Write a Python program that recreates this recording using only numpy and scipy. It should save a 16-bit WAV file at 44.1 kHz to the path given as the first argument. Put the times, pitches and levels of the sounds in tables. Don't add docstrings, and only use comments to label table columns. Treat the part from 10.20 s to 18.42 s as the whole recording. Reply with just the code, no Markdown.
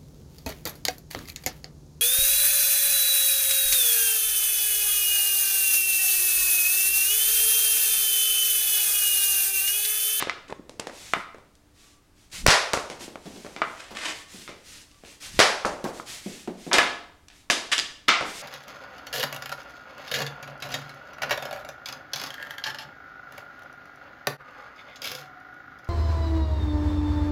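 import sys
import numpy as np
from scipy import signal
from scipy.fft import rfft, irfft
from scipy.io import wavfile

SR = 44100
rng = np.random.default_rng(int(sys.argv[2]) if len(sys.argv) > 2 else 0)


def wav_record(signal):
    frames = np.transpose(np.atleast_2d(signal))
    bounded = np.clip(frames, -1, 1)
    quanta = np.round(bounded * 32767).astype(np.int16)
    wavfile.write(sys.argv[1], SR, quanta)


N = 362497
RING = 32768
TIME, AGE = np.arange(N) / SR, np.arange(RING) / SR


# start in seconds, then level, bass, treble and room send in dB.
TAP_HITS = [(.0966, -20, -5, 2.5, -7), (.9362, -12, 4.5, -9.5, -7.5), (3.364, -33, 27, 5, 1.5),
            (3.4185, -17.5, 14, -12.5, -2.5), (3.422, -20.5, -8, -18, -8), (4.278, -38, 10, 8, 4),
            (5.799, -30, 20, -34, -7.5), (7.8838, -16.5, 2.5, 6, 9.5), (7.891, -15, -20, 2.5, -1.5),
            (7.8945, -22, 9.5, -6, 3.5)]
# frequency in Hz, gain in dB.
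WOOD_EQ = [(40, -34), (100, -26), (200, -19), (550, -12.5), (900, -4), (1250, -0.5), (2200, -2.5),
           (3500, -6), (5500, -12), (8000, -25.5), (11000, -48), (16000, -61.5)]
# frequency in Hz, width in Hz, boost in dB.
WOOD_PEAKS = [(674, 59, 7.5), (1060, 70, 5), (1242, 54, 7), (1374, 133, 7), (2055, 102, 9.5), (2330, 70, 8),
              (2790, 25, 4.5), (2950, 28, 7.5), (3590, 66, 7.5)]

def puck_taps():
    return blows(TAP_HITS, WOOD_EQ, WOOD_PEAKS, chatter=0.35, chatter_s=0.0015, touch_db=-14)


# start in seconds, then level, bass, treble, room send in dB.
SHOT_HITS = [(2.264, -8.5, 7.5, -6, -15.5), (2.266, -3.5, -6.5, 4.5, -17), (2.276, -16, -6.5, -1, 9),
             (2.29, -27.5, -3.5, -6.5, 15), (2.3045, -12, 7, -0.5, 5), (2.331, -22.5, -5, -15, 10.5),
             (5.1915, -9.5, 25, -11, -6.5), (5.194, -11.5, -23, -2, 4), (5.2015, -5.5, 4.5, -6, -1.5),
             (5.207, -23.5, 1, -4, 11)]
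# frequency in Hz, gain in dB.
WALL_EQ = [(40, -28.5), (280, -18.5), (450, -4.5), (700, -5), (1800, 2), (3000, -2), (5200, -1),
           (8000, -10.5), (11000, -16.5), (16000, -57.5)]
# frequency in Hz, width in Hz, boost in dB.
WALL_PEAKS = [(580, 110, 4.4), (728, 120, 5.5), (857, 30, 3.3), (1020, 150, 2.8), (1400, 56, 1.7),
              (1880, 59, 2)]

def wall_shots():
    return blows(SHOT_HITS, WALL_EQ, WALL_PEAKS, chatter=1.4, chatter_s=0.00053, touch_db=-31)


# start in seconds, then level, bass, treble and room send in dB.
BOUNCE_HITS = [(.0252, -21, 0.5, 5, -14), (.072, -27.5, 4, -4, -5.5), (.3255, -28, 4, -5.5, -22),
               (.395, -37, 29, -18, -5), (.495, -37.5, 14.5, 19, -2.5), (.5965, -30.5, 5, 13.5, -0.5),
               (.5984, -27.5, 7, 25, -25), (.671, -29.5, 7, 13.5, -5), (.697, -36.5, -2.5, -2, -1.5),
               (1.146, -40.5, 7, 6, -3), (1.184, -49, 8, 6, -1), (2.5342, -18, -1.5, 22, -3),
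               (2.5388, -17.5, -9, -23, -2), (2.574, -24, -10, -14, -4), (2.7005, -32.5, 3.5, 14, 3),
               (2.957, -32.5, 0.5, -6, -6.5), (3.248, -37.5, 4.5, 4, 3.5), (3.265, -36, 3, 7, -8),
               (4.292, -37.5, 11, 15, 1), (4.837, -42, 13.5, 5, -1), (5.449, -19.5, -6.5, -19, 2.5),
               (5.4535, -30, 9, 24, 4), (5.644, -36, 3, -18, 14.5), (8.0095, -25.5, -1, 0.5, 4)]
# frequency in Hz, gain in dB.
PUCK_EQ = [(40, -16), (200, -4.5), (450, 0), (850, -3), (1400, -6.5), (2200, -10), (3500, -18.5),
           (6500, -26.5), (10000, -34), (16000, -59.5)]
# frequency in Hz, width in Hz, boost in dB.
PUCK_PEAKS = [(570, 180, 2.5), (900, 34, 1.5), (1110, 36, 1)]

def puck_bounces():
    return blows(BOUNCE_HITS, PUCK_EQ, PUCK_PEAKS, chatter=0.78, chatter_s=0.0022, touch_db=-16)


# start in seconds, then level, bass, treble and room send in dB.
CLACK_HITS = [(.001, -31, 0, 6.5, 9.5), (1.353, -58, 2, 40, -3), (4.714, -55, 1.5, 16, -14),
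              (4.745, -61, 0, 18, -6), (4.85, -48, -3, 1, 0), (6.514, -25.5, 1, -15, 9),
              (6.5312, -16, 18, 29, 2.5), (6.54, -18.5, 5, 1, 9), (6.5842, -8.5, -2, 0, -2.5),
              (6.5905, -13.5, -5.5, -4, -2), (7.084, -46, 3, 27, -7), (7.101, -50.5, -1.5, 10.5, 4.5),
              (7.3008, -13, 5, 6, -1), (7.308, -19, 10, 32, 2.5), (7.5808, -27.5, 13.5, 20, 1),
              (7.8808, -33, 4, -2, -11), (7.8838, -17, 9.5, 8, -3)]
# frequency in Hz, gain in dB.
BLADE_EQ = [(40, -26), (110, -13.5), (250, 1), (700, 4.5), (1600, 5.5), (3000, 3.5), (5000, -6),
            (8000, -15), (11000, -22.5), (16000, -58)]
# frequency in Hz, width in Hz, boost in dB.
BLADE_PEAKS = [(700, 22, 6.8), (992, 30, 4.6), (1134, 38, 3.8), (1275, 31, 6.4), (1525, 22, 3.3),
               (1706, 30, 10.1), (2079, 26, 8.5), (2387, 35, 5.3), (3000, 25, 3.8), (3289, 30, 5),
               (3700, 72, 7.3), (4350, 30, 6), (4950, 60, 6)]

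def blade_clacks():
    return blows(CLACK_HITS, BLADE_EQ, BLADE_PEAKS, chatter=4.6, chatter_s=0.0019, touch_db=-10.5)


# start in seconds, then level, bass, treble and room send in dB.
EDGE_HITS = [(7.5245, -22.5, -4, -8, -4), (7.5355, -25, 1, -5, -6), (7.5808, -19, 0, 10, -2.5),
             (7.5875, -23.5, -3, 0, -9), (7.591, -20.5, -4, -2, -13.5), (7.5978, -24, -1, 2, -12.5)]
# frequency in Hz, gain in dB.
EDGE_EQ = [(40, -35), (500, -19), (1800, -7), (3200, -0.5), (4400, -6), (7500, -11), (11000, -26.5),
           (16000, -54)]
# frequency in Hz, width in Hz, boost in dB.
EDGE_PEAKS = [(3030, 68, 7), (3390, 90, 7), (4870, 60, 13), (6340, 120, 4)]

def edge_chatter():
    return blows(EDGE_HITS, EDGE_EQ, EDGE_PEAKS, chatter=0.7, chatter_s=0.001, touch_db=-11)


# start and length in seconds, then level, bass and treble in dB.
DRAGS = [(0.278, 0.035, -48.5, 10, -1), (0.295, 0.024, -40, 10, -48), (3.559, 0.16, -48, 4, -1),
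         (3.748, 0.03, -34, 4, -4.5), (3.778, 0.16, -34.5, 1.5, 0), (3.8, 0.1, -35, -5, -4),
         (7.514, 0.03, -21.5, -11.5, -1)]
# frequency in Hz, gain in dB.
GRIT_EQ = [(40, -31), (300, -4), (900, -4), (1900, -2), (3200, -1), (5000, -6.5), (8000, -9.5),
           (11000, -20.5), (16000, -44)]
# frequency in Hz, width in Hz, boost in dB.
DRAG_PEAKS = [(717, 20, -0.5), (1145, 50, 6.5), (1800, 71, 8), (2105, 50, 6), (2480, 55, 6.5),
              (3020, 36, 6.5), (3600, 90, 1), (4950, 83, 6)]

def blade_scrapes(grain_db=6.5, catch_db=5, catch_hz=110, room_db=-2):
    out = np.zeros(N)
    for start, length, db, bass_db, treble_db in DRAGS:
        size = int(length * SR)
        grip = np.interp(AGE * catch_hz, np.arange(RING), rng.standard_normal(RING))
        clicks = rng.standard_normal(RING) * undb(grain_db * rng.standard_normal(RING) + catch_db * grip)
        force = unit(clicks[:size]) * signal.windows.tukey(size, alpha=0.3)
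        ring = body(GRIT_EQ, DRAG_PEAKS, bass_db, treble_db)
        add(out, start, undb(db) * signal.fftconvolve(force, ring))
    return out + undb(room_db) * signal.fftconvolve(out, basement())[:N]


# start in seconds, then level, bass, treble and room send in dB.
THUD_HITS = [(.966, -31.5, -19, -23, -10), (2.808, -41.5, -15.5, -7, 5.5), (2.88, -36, -13, 2, 1),
             (3.057, -38.5, -10, 6, 8), (3.154, -49, -9, 10, 14), (3.708, -39.5, -20, 2, 7),
             (4.135, -46.5, -2, 3, 6), (4.19, -56, -4, 0, 12), (5.642, -21.5, 3.5, 19.5, -9),
             (6.061, -27.5, -1, -3.5, -1.5), (6.2755, -26.5, -10, -5, 0), (6.466, -29.5, -4, 0.5, 1.5)]
# frequency in Hz, gain in dB.
THUD_EQ = [(40, -24), (100, -17.5), (190, 1.5), (380, -0.5), (700, -7), (1300, -24), (4000, -29),
           (16000, -50)]
# frequency in Hz, width in Hz, boost in dB.
THUD_PEAKS = [(188, 81, 9.5), (357, 49, 7)]

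def thuds():
    return blows(THUD_HITS, THUD_EQ, THUD_PEAKS, chatter=2.1, chatter_s=0.015, touch_db=-19)


# fastest moment in seconds, level in dB.
STICK_PASSES = [(2.285, -28), (5.194, -36)]
# start in seconds, signed strength, decay in seconds.
AIR_POPS = [(2.2659, -0.74, 0.0011), (2.2833, 0.6, 0.0023)]

def swing_wind(rise_db_per_s=193, fall_db_per_s=396, pop_rise_s=0.0001):
    wind_eq = [(10, -12.5), (30, -5), (80, -17.5), (200, -14.5), (1000, -55), (5000, -100)]
    flutter = colour(rng.standard_normal(N), wind_eq)
    out = np.zeros(N)
    for peak_s, db in STICK_PASSES:
        fade_db = np.maximum(rise_db_per_s * (peak_s - TIME), fall_db_per_s * (TIME - peak_s))
        out += undb(db - fade_db) * flutter
    for start, strength, decay in AIR_POPS:
        add(out, start, strength * (1 - np.exp(-AGE / pop_rise_s)) * np.exp(-AGE / decay))
    return out


# start in seconds, length in seconds, relative level in dB.
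STROKES = [(0.7, 0.35, -48), (1.533, 0.26, -59.5), (1.947, 0.16, -63), (2.113, 0.12, -40.5),
           (2.791, 0.089, -44.5), (3.0, 0.45, -57.5), (3.413, 0.23, -59.5), (3.93, 0.12, -52),
           (4.074, 0.23, -49.5), (4.434, .22, -50), (4.837, 0.14, -54.5), (5.001, .11, -42.5),
           (5.086, 0.25, -47), (5.656, 0.059, -49), (5.725, 0.11, -51), (5.854, 0.16, -41.5),
           (5.99, 0.28, -48.5), (6.368, 0.2, -54), (7.11, 0.16, -60), (8.04, .13, -45),
           (8.133, 0.14, -42.5)]

def clothes_swishes(gain_db=2, grain_db=3, rustle_db=-64.5, room_db=-6):
    rubbing = undb(rustle_db) * ((TIME > 2.1) & (TIME < 6.5))
    for start, length, db in STROKES:
        progress = np.linspace(0, 1, int(length * SR))
        arc = np.interp(progress, [0, 0.39, 1], [0, 0.5, 1])
        speed = np.sin(np.pi * arc).clip(0)
        add(rubbing, start, undb(db) * speed ** 0.85)
    fibres = rng.standard_normal(N) * undb(grain_db * rng.standard_normal(N))
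    hiss = undb(gain_db) * rubbing * cloth(fibres)
    return hiss + undb(room_db) * signal.fftconvolve(hiss, basement())[:N]


# frequency in Hz, gain in dB.
CLOTH_EQ = [(100, -1.5), (400, -8.5), (1000, -8), (2000, 0), (3200, 0.5), (6500, -0.5), (9500, -5.5),
            (13000, -14), (16000, -26)]

def cloth(fibres):
    return colour(fibres, CLOTH_EQ)


# frequency in Hz, seconds to fall by 60 dB.
REVERB_TIMES = [(100, 0.54), (260, 0.59), (700, 0.61), (1800, 0.52), (4800, 0.5), (9000, 0.42),
                (14000, 0.48)]

def basement(build_s=0.0041, early_s=0.022, early_db=4):
    noise = rng.standard_normal(RING)
    spikes_db = early_db * np.exp(-AGE / early_s) * (rng.standard_normal(RING) + 1)
    spectrum = rfft(noise * undb(spikes_db))
    centres = np.transpose(REVERB_TIMES)[0]
    tail = 0
    for share, (_, t60) in zip(np.eye(len(centres)), REVERB_TIMES):
        band = irfft(spectrum * np.interp(np.log(freqs(RING)), np.log(centres), share))
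        tail = tail + band * undb(-60 * AGE / t60)
    return unit_energy(tail * (1 - np.exp(-AGE / build_s)))


# start in seconds, length in seconds, level in dB.
WHINE_SWELLS = [(1.53, 0.35, -67), (4.66, .22, -69.5)]

def whine(pitch_hz=1160, width_hz=25):
    swell = np.zeros(N)
    for start, length, db in WHINE_SWELLS:
        add(swell, start, undb(db) * np.hanning(int(length * SR)))
    band = 1 / (1 + (2 * (freqs(N) - pitch_hz) / width_hz) ** 2)
    return swell * unit(irfft(rfft(rng.standard_normal(N)) * band, N))


def room_tone(air_db=-59, hum_hz=294, hum_db=-69.5):
    air_eq = [(25, -6), (90, -6), (150, -13.5), (300, -15.5), (550, -22), (1100, -25),
              (3000, -31.5), (8000, -34.5), (15000, -42.5)]
    air = undb(air_db) * colour(rng.standard_normal(N), air_eq)
    hum = undb(hum_db) * np.sqrt(2) * np.sin(2 * np.pi * hum_hz * TIME)
    return air + hum


def blows(hits, eq, peaks, chatter, chatter_s, touch_db, touch_s=0.002):
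    out = np.zeros(N)
    lead = int(touch_s * SR)
    for start, db, bass_db, treble_db, room_db in hits:
        ring = body(eq, peaks, bass_db, treble_db)
        force = chatter * unit_energy(rng.standard_normal(RING) * np.exp(-AGE / chatter_s))
        force[0] += 1
        direct = unit_energy(signal.fftconvolve(force, ring)[:RING])
        echo = signal.fftconvolve(ring, basement())[:RING]
        touch = rng.standard_normal(RING)[:lead] * np.linspace(0, 1, lead) / np.sqrt(lead)
        add(out, start - touch_s, undb(db + touch_db) * signal.fftconvolve(touch, ring))
        add(out, start, undb(db) * (direct + undb(room_db) * echo))
    return out * np.sqrt(0.005 * SR)


def body(eq, peaks, bass_db, treble_db):
    f = freqs(RING)
    shelves = [(60, 0), (150, bass_db), (330, bass_db), (1300, 0.0039), (6000, treble_db)]
    gain = undb(along(eq, f) + along(shelves, f))
    for hz, width, db in peaks:
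        detuning = (f / hz - hz / f) * hz / width
        gain *= np.abs(1 + (undb(db) - 1) / (1 + 1j * detuning))
    cepstrum = irfft(np.log(gain))
    cepstrum[1:RING // 2] *= 2
    cepstrum[RING // 2 + 1:] = 0
    return unit_energy(irfft(np.exp(rfft(cepstrum))))


def colour(x, eq):
    gain = undb(along(eq, freqs(len(x))))
    return unit(irfft(rfft(x) * gain, len(x)))


def along(points, f):
    hz, value = np.transpose(points)
    return np.interp(np.log(f), np.log(hz), value)


def freqs(size):
    return np.maximum(np.arange(size // 2 + 1) * SR / size, 1)


def undb(db):
    return 10 ** (np.asarray(db) / 20)


def unit(x):
    return x / np.sqrt(np.mean(x ** 2))


def unit_energy(x):
    return x / np.sqrt(np.sum(x ** 2))


def add(out, start, x):
    i = max(int(start * SR), 0)
    out[i:i + len(x)] += x[:N - i]


def scene():
    impacts = puck_taps() + puck_bounces() + blade_clacks() + wall_shots() + thuds() + edge_chatter()
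    movement = blade_scrapes() + clothes_swishes() + swing_wind()
    return (impacts + movement + whine() + room_tone())[None]


def record(dry, ceiling=0.61, top_hz=16000):
    rounded = dry / (1 + (dry / ceiling) ** 4) ** (1 / 4)
    lowpass = signal.ellip(8, 0.2, 70, top_hz, fs=SR, output="sos")
    return signal.sosfilt(lowpass, rounded, axis=-1)


dry = scene()
out = record(dry)
wav_record(out)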